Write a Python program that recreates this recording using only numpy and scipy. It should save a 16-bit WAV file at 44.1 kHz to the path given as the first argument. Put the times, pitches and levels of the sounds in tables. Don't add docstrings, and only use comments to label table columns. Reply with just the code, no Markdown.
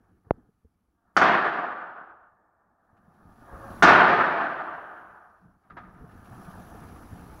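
import sys
import numpy as np
from scipy import signal
from scipy.io import wavfile
from scipy.ndimage import uniform_filter1d

SR = 44100
rng = np.random.default_rng(int(sys.argv[2]) if len(sys.argv) > 2 else 0)


def transcribe(signal):
    frames = np.atleast_2d(signal).T
    limited = np.clip(frames, -1, 1)
    pcm = np.round(limited * 32767).astype(np.int16)
    wavfile.write(sys.argv[1], SR, pcm)


def volts_from_decibels(level):
    exponent = np.asarray(level, float) / 20
    return 10 ** exponent


N = 326340


def evened(x):
    return x / np.sqrt(np.mean(x ** 2) + 1e-20)


def read(points, hz):
    f, value = np.transpose(points)
    return np.interp(np.log(hz + 1), np.log(f + 1), value)


def add(mix, s, sound):
    part = mix[round(s * SR):][:len(sound)]
    part += sound[:len(part)]


def causal(points, tilt_db=0, size=4096):
    hz = abs(np.fft.fftfreq(size, 1 / SR))
    octaves_up = np.clip(np.log2(hz / 2000 + 1e-9), 0, 2)
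    log_gain = np.log(volts_from_decibels(np.maximum(read(points, hz) + tilt_db * octaves_up, -100)))
    h = np.fft.ifft(np.exp(np.conj(signal.hilbert(log_gain)))).real[:size // 2]
    return h / abs(h).max()


def noise(points, count, patchy_db, flicker_db, colour_db=None, size=512):
    hop = size // 4
    frames, hz = count // hop + 5, np.fft.rfftfreq(size, 1 / SR)
    a, b, patches = rng.standard_normal((frames, len(hz), 3)).T
    patches = uniform_filter1d(patches, size=5, axis=0)
    patches = evened(uniform_filter1d(patches, size=12, axis=1))
    flicker = evened(uniform_filter1d(rng.standard_normal(frames), size=3))
    z = (a + 1j * b) * volts_from_decibels(read(points, hz)[:, None] + patchy_db * patches + flicker_db * flicker)
    level = np.sqrt(np.mean(signal.istft(z, nperseg=size, noverlap=size - hop)[1] ** 2))
    if colour_db:
        z = z * volts_from_decibels(colour_db(hz[:, None], np.arange(frames) * hop / SR))
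    return signal.istft(z, nperseg=size, noverlap=size - hop)[1][:count] / level


# frequency in Hz, level in dB.
BLAST = [(24, -76.5), (45, -41.5), (140, -17.5), (175, -11), (300, -7.5), (410, -4.5), (480, -10), (680, 1),
         (1010, -2), (1540, -0.5), (2030, -9), (4400, -30), (6100, -46.5), (8200, -66), (15700, -83)]
# start in seconds, blast level in dB, stretch of the echo paths as a factor,
# share of the echo loss from 0 to 1.
BANGS = [
    (1.1658, -3, 1.0, 1.0),
    (3.8232, -3, 1.062, .55),
]
# delay in seconds, dB relative to the blast.
WALLS = [(0, 0), (.0039, -9), (.0097, -1), (.0137, -6), (.0307, -8), (.0492, -2), (.0567, -6), (.0600, -6),
         (.0642, -4), (.1292, -6), (.1852, -9)]
# start in seconds, peak in dB.
STRAYS = [
    (2.012, -38),
    (2.11, -44),
    (2.32, -58),
    (3.8435, -5),
    (3.8995, -5),
    (3.921, -5),
]


def slaps():
    bright_db, dull_db, dull_s = 2, 7, .08
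    thump_hz, thump_db = 205, -20.5
    out, t = np.zeros(N), np.arange(400) / SR
    port_rise = np.sin(np.pi / 2 * np.minimum(t / .0012, 1)) ** 2
    port = 3 * port_rise * volts_from_decibels(-60 * t / .014) * np.sin(2 * np.pi * 1400 * t)
    thump = volts_from_decibels(thump_db) * np.sin(2 * np.pi * thump_hz * t) * np.sin(np.pi * t / t[-1])
    fade = np.cos(np.linspace(0, np.pi / 2, 900))
    rows = [(s + stretch * delay, db + share * loss_db, delay)
            for s, db, stretch, share in BANGS for delay, loss_db in WALLS]
    rows += [(s, db, dull_s) for s, db in STRAYS]
    for (s, db, delay), scatter in zip(rows, rng.standard_normal((len(rows), len(t)))):
        fronts = scatter * np.minimum(t / .001, 1) * volts_from_decibels(-60 * t / .012)
        tilt_db = bright_db - dull_db * delay / (delay + dull_s) - 2
        slap = evened(signal.fftconvolve(fronts, causal(BLAST, tilt_db))[:900]) * fade
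        slap[:len(t)] += 6.5 * port
        slap[:len(t)] += abs(slap).max() * thump
        add(out, s, volts_from_decibels(db - 1) * slap / abs(slap).max())
    return out


# frequency in Hz, dB after a second.
LOSS = [(60, 2.5), (200, 10), (500, 2.5), (1500, -2.5), (2100, 15.5), (3000, 13), (4200, 26.5),
        (6000, 19.5), (14000, 24.5)]
# frequency in Hz, level in dB.
SPARKLE = [(2000, 0.4), (3000, 5), (4200, 7.5), (6000, 25.5), (8500, 29), (15000, 18.5)]


def roar_colour(hz, age, boom_db, fading):
    most_loss_db, loss_power, crack_db, crack_s = 27, 1.6, 6.5, 0.017
    bass = 1 / (1 + (hz / 200) ** 3)
    sparkle = read(SPARKLE, hz) * np.exp(-age / 0.097)
    loss = most_loss_db * np.tanh(read(LOSS, hz) * fading * age ** loss_power / most_loss_db)
    crack = crack_db * np.exp(-age / crack_s) / (1 + (9000 / (hz + 1)) ** 4)
    return sparkle - loss + crack + bass * (boom_db + 3 * np.exp(-age / .08))


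# level in dB, hold in seconds, decay in dB per second, length in seconds.
ROAR = [
    (-17.5, 0.088, 36, 1.2),
    (-13, 0.14, 32, 1.78),
]
# bass below 200 Hz in dB, dulling speed as a factor on the loss,
# seconds after which the suppressor bites.
ROAR_COLOUR = [
    (.5, 1, 0.82),
    (2.5, .6, 1.36),
]
LULL_DB = [5.5, 1.5]


def roars():
    far_wall_s, bite_db_per_s = .049, 18.5
    out = np.zeros(N)
    for (s, *_), (db, hold, fall, length), (boom_db, fading, bite), lull_db in zip(
            BANGS, ROAR, ROAR_COLOUR, LULL_DB):
        t = np.arange(0, length, 1 / SR)
        echoes = noise(BLAST, count=len(t), patchy_db=1.1, flicker_db=1.1, size=1024,
                       colour_db=lambda hz, age: roar_colour(hz, age, boom_db, fading))
        lull = np.interp(t / far_wall_s, [0, .35, .9, 1.05], [-.3, .8, 1, 0])
        knee = np.hypot(t - hold, .05) + t - hold
        level_db = db - lull_db * lull - fall * knee / 2 - bite_db_per_s * np.maximum(t - bite, 0)
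        ends = np.minimum(1, np.minimum(t / .003, (length - t) / .1))
        add(out, s + .001, volts_from_decibels(level_db) * echoes * ends)
    return out


# start in seconds, time to the main crest in seconds, level in dB.
KNOCK = (.3076, .0023, -7)


def knock():
    s, crest, db = KNOCK
    u = np.arange(1, 1800) / SR / crest
    swing = np.cos(2 * np.pi * np.log2(u))
    swing = swing * u ** 1.5 * np.exp(-(u / 1.4) ** 4) * np.minimum(u / .24, 1) ** 4
    push = .6 * np.exp(-((u - 1) / .25) ** 2)
    creep = -.15 * np.exp(-((u - 2.3) / .75) ** 4) + .03 * np.exp(-((u - 5.8) / 2.5) ** 2)
    motion = uniform_filter1d(swing + push + creep, size=4)
    out = np.zeros(N)
    add(out, s, volts_from_decibels(db) * signal.lfilter(*signal.iirnotch(3180, 6, SR), motion))
    return out


# start in seconds, peak in dB,
# frequency in Hz, length in cycles, hollow overtone in relative dB.
BUMPS = [(0.004, -57, 240, 1.5, -16), (0.268, -45.5, 95.5, 0.71, -8), (0.379, -51, 251, 3.5, -18),
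         (0.488, -52.5, 180, 0.84, -5.5), (0.829, -72.5, 62, 1.4, -13.5), (0.874, -68.5, 61.9, 1.4, -10),
         (2.929, -56, 102.5, 0.78, -17.5), (3.08, -50.5, 180, 1.7, -14.5), (3.531, -36.5, 56, 1, -3),
         (5.452, -47.5, 172.6, 1.8, -12), (5.71, -50, 185, 1.1, -6), (6.038, -40.5, 154, 1.7, -2.5),
         (6.309, -42.5, 117, 3.3, -21), (6.479, -38.5, 183, 1.9, -20), (6.745, -44.5, 210, 1.7, 5),
         (6.829, -39, 214, 1.6, -10), (7.127, -34, 100, 0.96, -19), (7.238, -38.5, 194, 0.79, -6.5)]
THUDS = [
    (.646, -50, 75, 1.1, -4),
    (.648, -54, 220, 1.2, -20),
    (6.008, -40, 62, 1.1, -7),
    (6.02, -45, 260, 2.5, -6),
    (5.41, -57, 180, 9, -30),
]
# frequency in Hz, t60 in seconds.
HOLLOW = (440, .04)


def bumps():
    out, t = np.zeros(N), np.arange(9000) / SR
    hollow_hz, hollow_t60 = HOLLOW
    hollow = np.minimum(t / .008, 1) * volts_from_decibels(-60 * t / hollow_t60) * np.sin(2 * np.pi * hollow_hz * t)
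    for s, db, hz, cycles, hollow_db in list(BUMPS) + list(THUDS):
        u = t * hz / cycles
        bump = 5.4 * u * np.exp(-2 * u) * np.sin(2 * np.pi * hz * t)
        add(out, s, volts_from_decibels(db) * (bump + volts_from_decibels(hollow_db + 6) * hollow))
    return out


# start in seconds, peak in dB, t60 in seconds.
RATTLES = [(2.9628, -56, 0.1), (3.5399, -54, 0.13), (5.6333, -55, 0.24), (5.6977, -34, 0.11),
           (5.711, -39, 0.08), (5.7658, -26.5, 0.18), (5.8005, -52, 0.18), (5.831, -43, 0.52),
           (5.9412, -48.5, 0.71), (6.0873, -45.5, 0.21), (6.1133, -68, 0.19), (6.2556, -57, 0.13),
           (6.2984, -56, 0.24), (6.41, -56, 0.11), (6.7064, -47, 0.14), (6.7515, -42, 0.15),
           (6.818, -42, 0.35), (7.1566, -63, 0.12), (7.2961, -33, 0.042)]
# frequency in Hz, level in dB.
RATTLE = [(180, -44.5), (300, -6), (434, -16), (937, -3.5), (1060, -11), (1240, 2.5), (1910, -12),
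          (2840, -23.5), (4000, -25), (9000, -43), (11700, -83), (19800, -120)]
# start in seconds, level in dB.
TICKS = [
    (2.966, -77),
    (3.14, -79),
    (6.112, -66),
    (6.252, -63),
]


def rattles():
    out, t = np.zeros(N), np.arange(9000) / SR
    for (s, db, t60), grit in zip(RATTLES, rng.standard_normal((len(RATTLES), len(t)))):
        shake = evened(signal.fftconvolve(grit, causal(RATTLE, -8))[:len(t)])
        add(out, s, volts_from_decibels(db - 10 - 60 * t / t60) * np.minimum(t / 0.0053, 1) ** 1.4 * shake)
    for (s, db), grit in zip(TICKS, rng.standard_normal((len(TICKS), len(t)))):
        crackle = evened(signal.lfilter(*signal.iirpeak(2500, 3.5, SR), grit))
        add(out, s, volts_from_decibels(db - 60 * t / .11) * np.minimum(t / 0.0046, 1) * crackle)
    return out


# start in seconds, end in seconds, pitch in Hz, lowest multiple,
# highest multiple, level in dB.
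DRONES = [
    (.93, 1.17, 229, 3, 7, -78),
    (3.45, 3.8, 549, 1, 2, -50.5),
    (3.62, 3.72, 1610, 1, 1, -56),
    (7.3, 7.4, 865, 1, 1, -59),
]


def drones():
    out = np.zeros(N)
    for start, end, hz, low, high, db in DRONES:
        t = np.arange(0, end - start, 1 / SR)
        drift, waver = uniform_filter1d(rng.standard_normal((2, len(t))), size=1200, axis=1)
        turns = hz * (t + .00008 * evened(drift))
        multiples = range(round(low), round(high) + 1)
        hum = sum(np.sin(2 * np.pi * k * turns + k * k) / np.sqrt(k) for k in multiples)
        add(out, start, volts_from_decibels(db + 2.5 * evened(waver)) * hum * signal.windows.tukey(len(t), .6))
    return out


# frequency in Hz, width in Hz, share.
RECESS = [(182.3, 4, 1), (234, 4.9, 0.23), (323, 27, 0.37), (713.3, 19, 0.45), (1166, 14, 0.76),
          (1226, 14, 0.93), (1710, 30, 0.25), (1787, 41, 0.62)]


def recess(x):
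    out = x.copy()
    for hz, width, share in RECESS:
        out += share * signal.lfilter(*signal.iirpeak(hz, hz / width, SR), x)
    return out


# time in seconds, gain in dB.
GATE = [(0, -24), (1.0, -29.5), (1.14, -28), (1.17, -6), (1.42, -22), (2.1, -36.5), (2.6, -56), (2.84, -30),
        (3.71, 1), (3.9, 4.2), (4.12, -9), (4.37, -12.5), (5.05, -16), (5.59, -25), (6.43, -0.06),
        (7.4, -1)]
OPEN_DB = {"circuit": -72, "rumble": -48, "street": -53.5}


def suppressor_db(t):
    return np.interp(t, *np.transpose(GATE))


# frequency in Hz, level in dB.
RUMBLE = [(8.8, -32.5), (15, -10), (54, -4), (86, 0), (150, -7.5), (190, -2), (313, -10), (458, -17.5),
          (500, -16.5), (650, -53), (1100, -120)]
# frequency in Hz, level in dB.
STREET = [(180, -28), (300, -10.5), (459, -11.5), (589, -9), (708, -1), (1050, -7), (1230, -4),
          (1740, -11.5), (2020, -30), (2200, -30), (2860, -48), (4840, -120)]
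SHUT_DB = {"rumble": -76, "street": -92.5}
FOLLOW = {"rumble": 1.2, "street": 1.1}
# crest in seconds, rise in seconds, fall in seconds,
# rumble level in dB, street level in dB.
SWELLS = [(.01, .05, .2, -70, -71.5), (.12, 0.12, 0.18, -66, -87), (.27, .04, .12, -63, -70.5),
          (0.361, 0.058, 0.15, -56, -72), (1.099, .1, 0.11, -78, -73), (3.1, 0.37, 0.47, -68.5, -66),
          (3.3, 0.25, 0.24, -57.5, -64.5), (3.6, 0.23, .4, -53.5, -47.5), (5.448, 0.069, 0.16, -61.5, -74),
          (5.748, .05, 0.49, -53.5, -62), (5.92, 0.29, 1, -58, -60), (6.13, 0.027, 0.4, -54, -69),
          (6.5, 0.36, 0.54, -53, -55.5)]


def rumble_and_street():
    afterglow_db, afterglow_db_per_s, afterglow_life_s = -56, 8.5, 1.9
    t = np.arange(N) / SR
    gate_db = suppressor_db(t)
    power = {k: volts_from_decibels(OPEN_DB[k] + FOLLOW[k] * gate_db) ** 2 + volts_from_decibels(SHUT_DB[k]) ** 2 for k in SHUT_DB}
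    for s, rise, fall, rumble_db, street_db in SWELLS:
        swell = np.exp(-4 * ((t - s) / np.where(t < s, rise, fall)) ** 2)
        power["rumble"] += volts_from_decibels(rumble_db) ** 2 * swell
        power["street"] += volts_from_decibels(street_db) ** 2 * swell
    for s, *_ in BANGS:
        age = t - s
        murmur = volts_from_decibels(afterglow_db - afterglow_db_per_s * age) ** 2
        power["street"] += (age > 0) * murmur / (1 + (age / afterglow_life_s) ** 10)
    rumble = noise(RUMBLE, count=N, patchy_db=1.6, flicker_db=1.8, size=2048)
    street = noise(STREET, count=N, patchy_db=1.4, flicker_db=1.1)
    return np.sqrt(power["rumble"]) * rumble + np.sqrt(power["street"]) * street


# first line in Hz, number of lines, level in dB, dB a step.
COMBS = [(4501, 6, -91, .5), (4915, 2, -88, 7), (6691, 1, -89, 0), (8468, 2, -93, 3), (9835, 2, -87, -2),
         (11612, 1, -80, 0), (12500, 4, -84, -1.5), (9421, 2, -92, 2), (11197, 6, -85, -.2),
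         (10250, 3, -88, -1), (15224, 1, -90, 0)]
# frequency in Hz, then levels in dB from two sidebands below to three above.
CARRIER = (10869, [-88, -85, -75, -76, -86, -90])


def whine():
    comb_hz, side_hz = 888.2, 59.2
    lines = [(hz + k * comb_hz, db + k * step_db) for hz, count, db, step_db in COMBS for k in range(count)]
    lines += [(CARRIER[0] + (k - 2) * side_hz, db) for k, db in enumerate(CARRIER[1])]
    drift = uniform_filter1d(uniform_filter1d(rng.standard_normal(N), size=6000), size=6000)
    t = np.arange(N) / SR + 4e-6 * evened(drift)
    return sum(volts_from_decibels(db + 76) * np.sin(2 * np.pi * (hz * t + rng.random())) for hz, db in lines)


# frequency in Hz, level in dB.
HISS = [(1180, -30.5), (2000, 2), (3790, -5.5), (5990, -7.5), (8530, -14.5), (9380, -13.5), (11200, -9),
        (12100, -12), (15700, -14)]


def circuit():
    hiss = volts_from_decibels(6.5) * noise(HISS, count=N, patchy_db=2.0, flicker_db=1.0)
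    opening = volts_from_decibels(OPEN_DB["circuit"] + suppressor_db(np.arange(N) / SR))
    return opening * (hiss + whine()) + volts_from_decibels(-93.5) * rng.standard_normal(N)


def scene():
    bangs = slaps() + roars()
    yard = bangs + bumps() + rattles() + drones() + rumble_and_street()
    return (recess(yard) + knock() + circuit())[None]


def band_limit(x):
    return signal.sosfilt(signal.butter(12, 15730, fs=SR, output="sos"), x)


def record(dry):
    limit, splatter = .68, 0.5
    squashed = dry / (1 + abs(dry / limit) ** 6) ** (1 / 6)
    lowpass = signal.butter(4, 4000, fs=SR, output="sos")
    smooth = dry + signal.sosfiltfilt(lowpass, squashed - dry)
    mix = splatter * squashed + (1 - splatter) * smooth
    return band_limit(mix)


dry = scene()
out = record(dry)
transcribe(out)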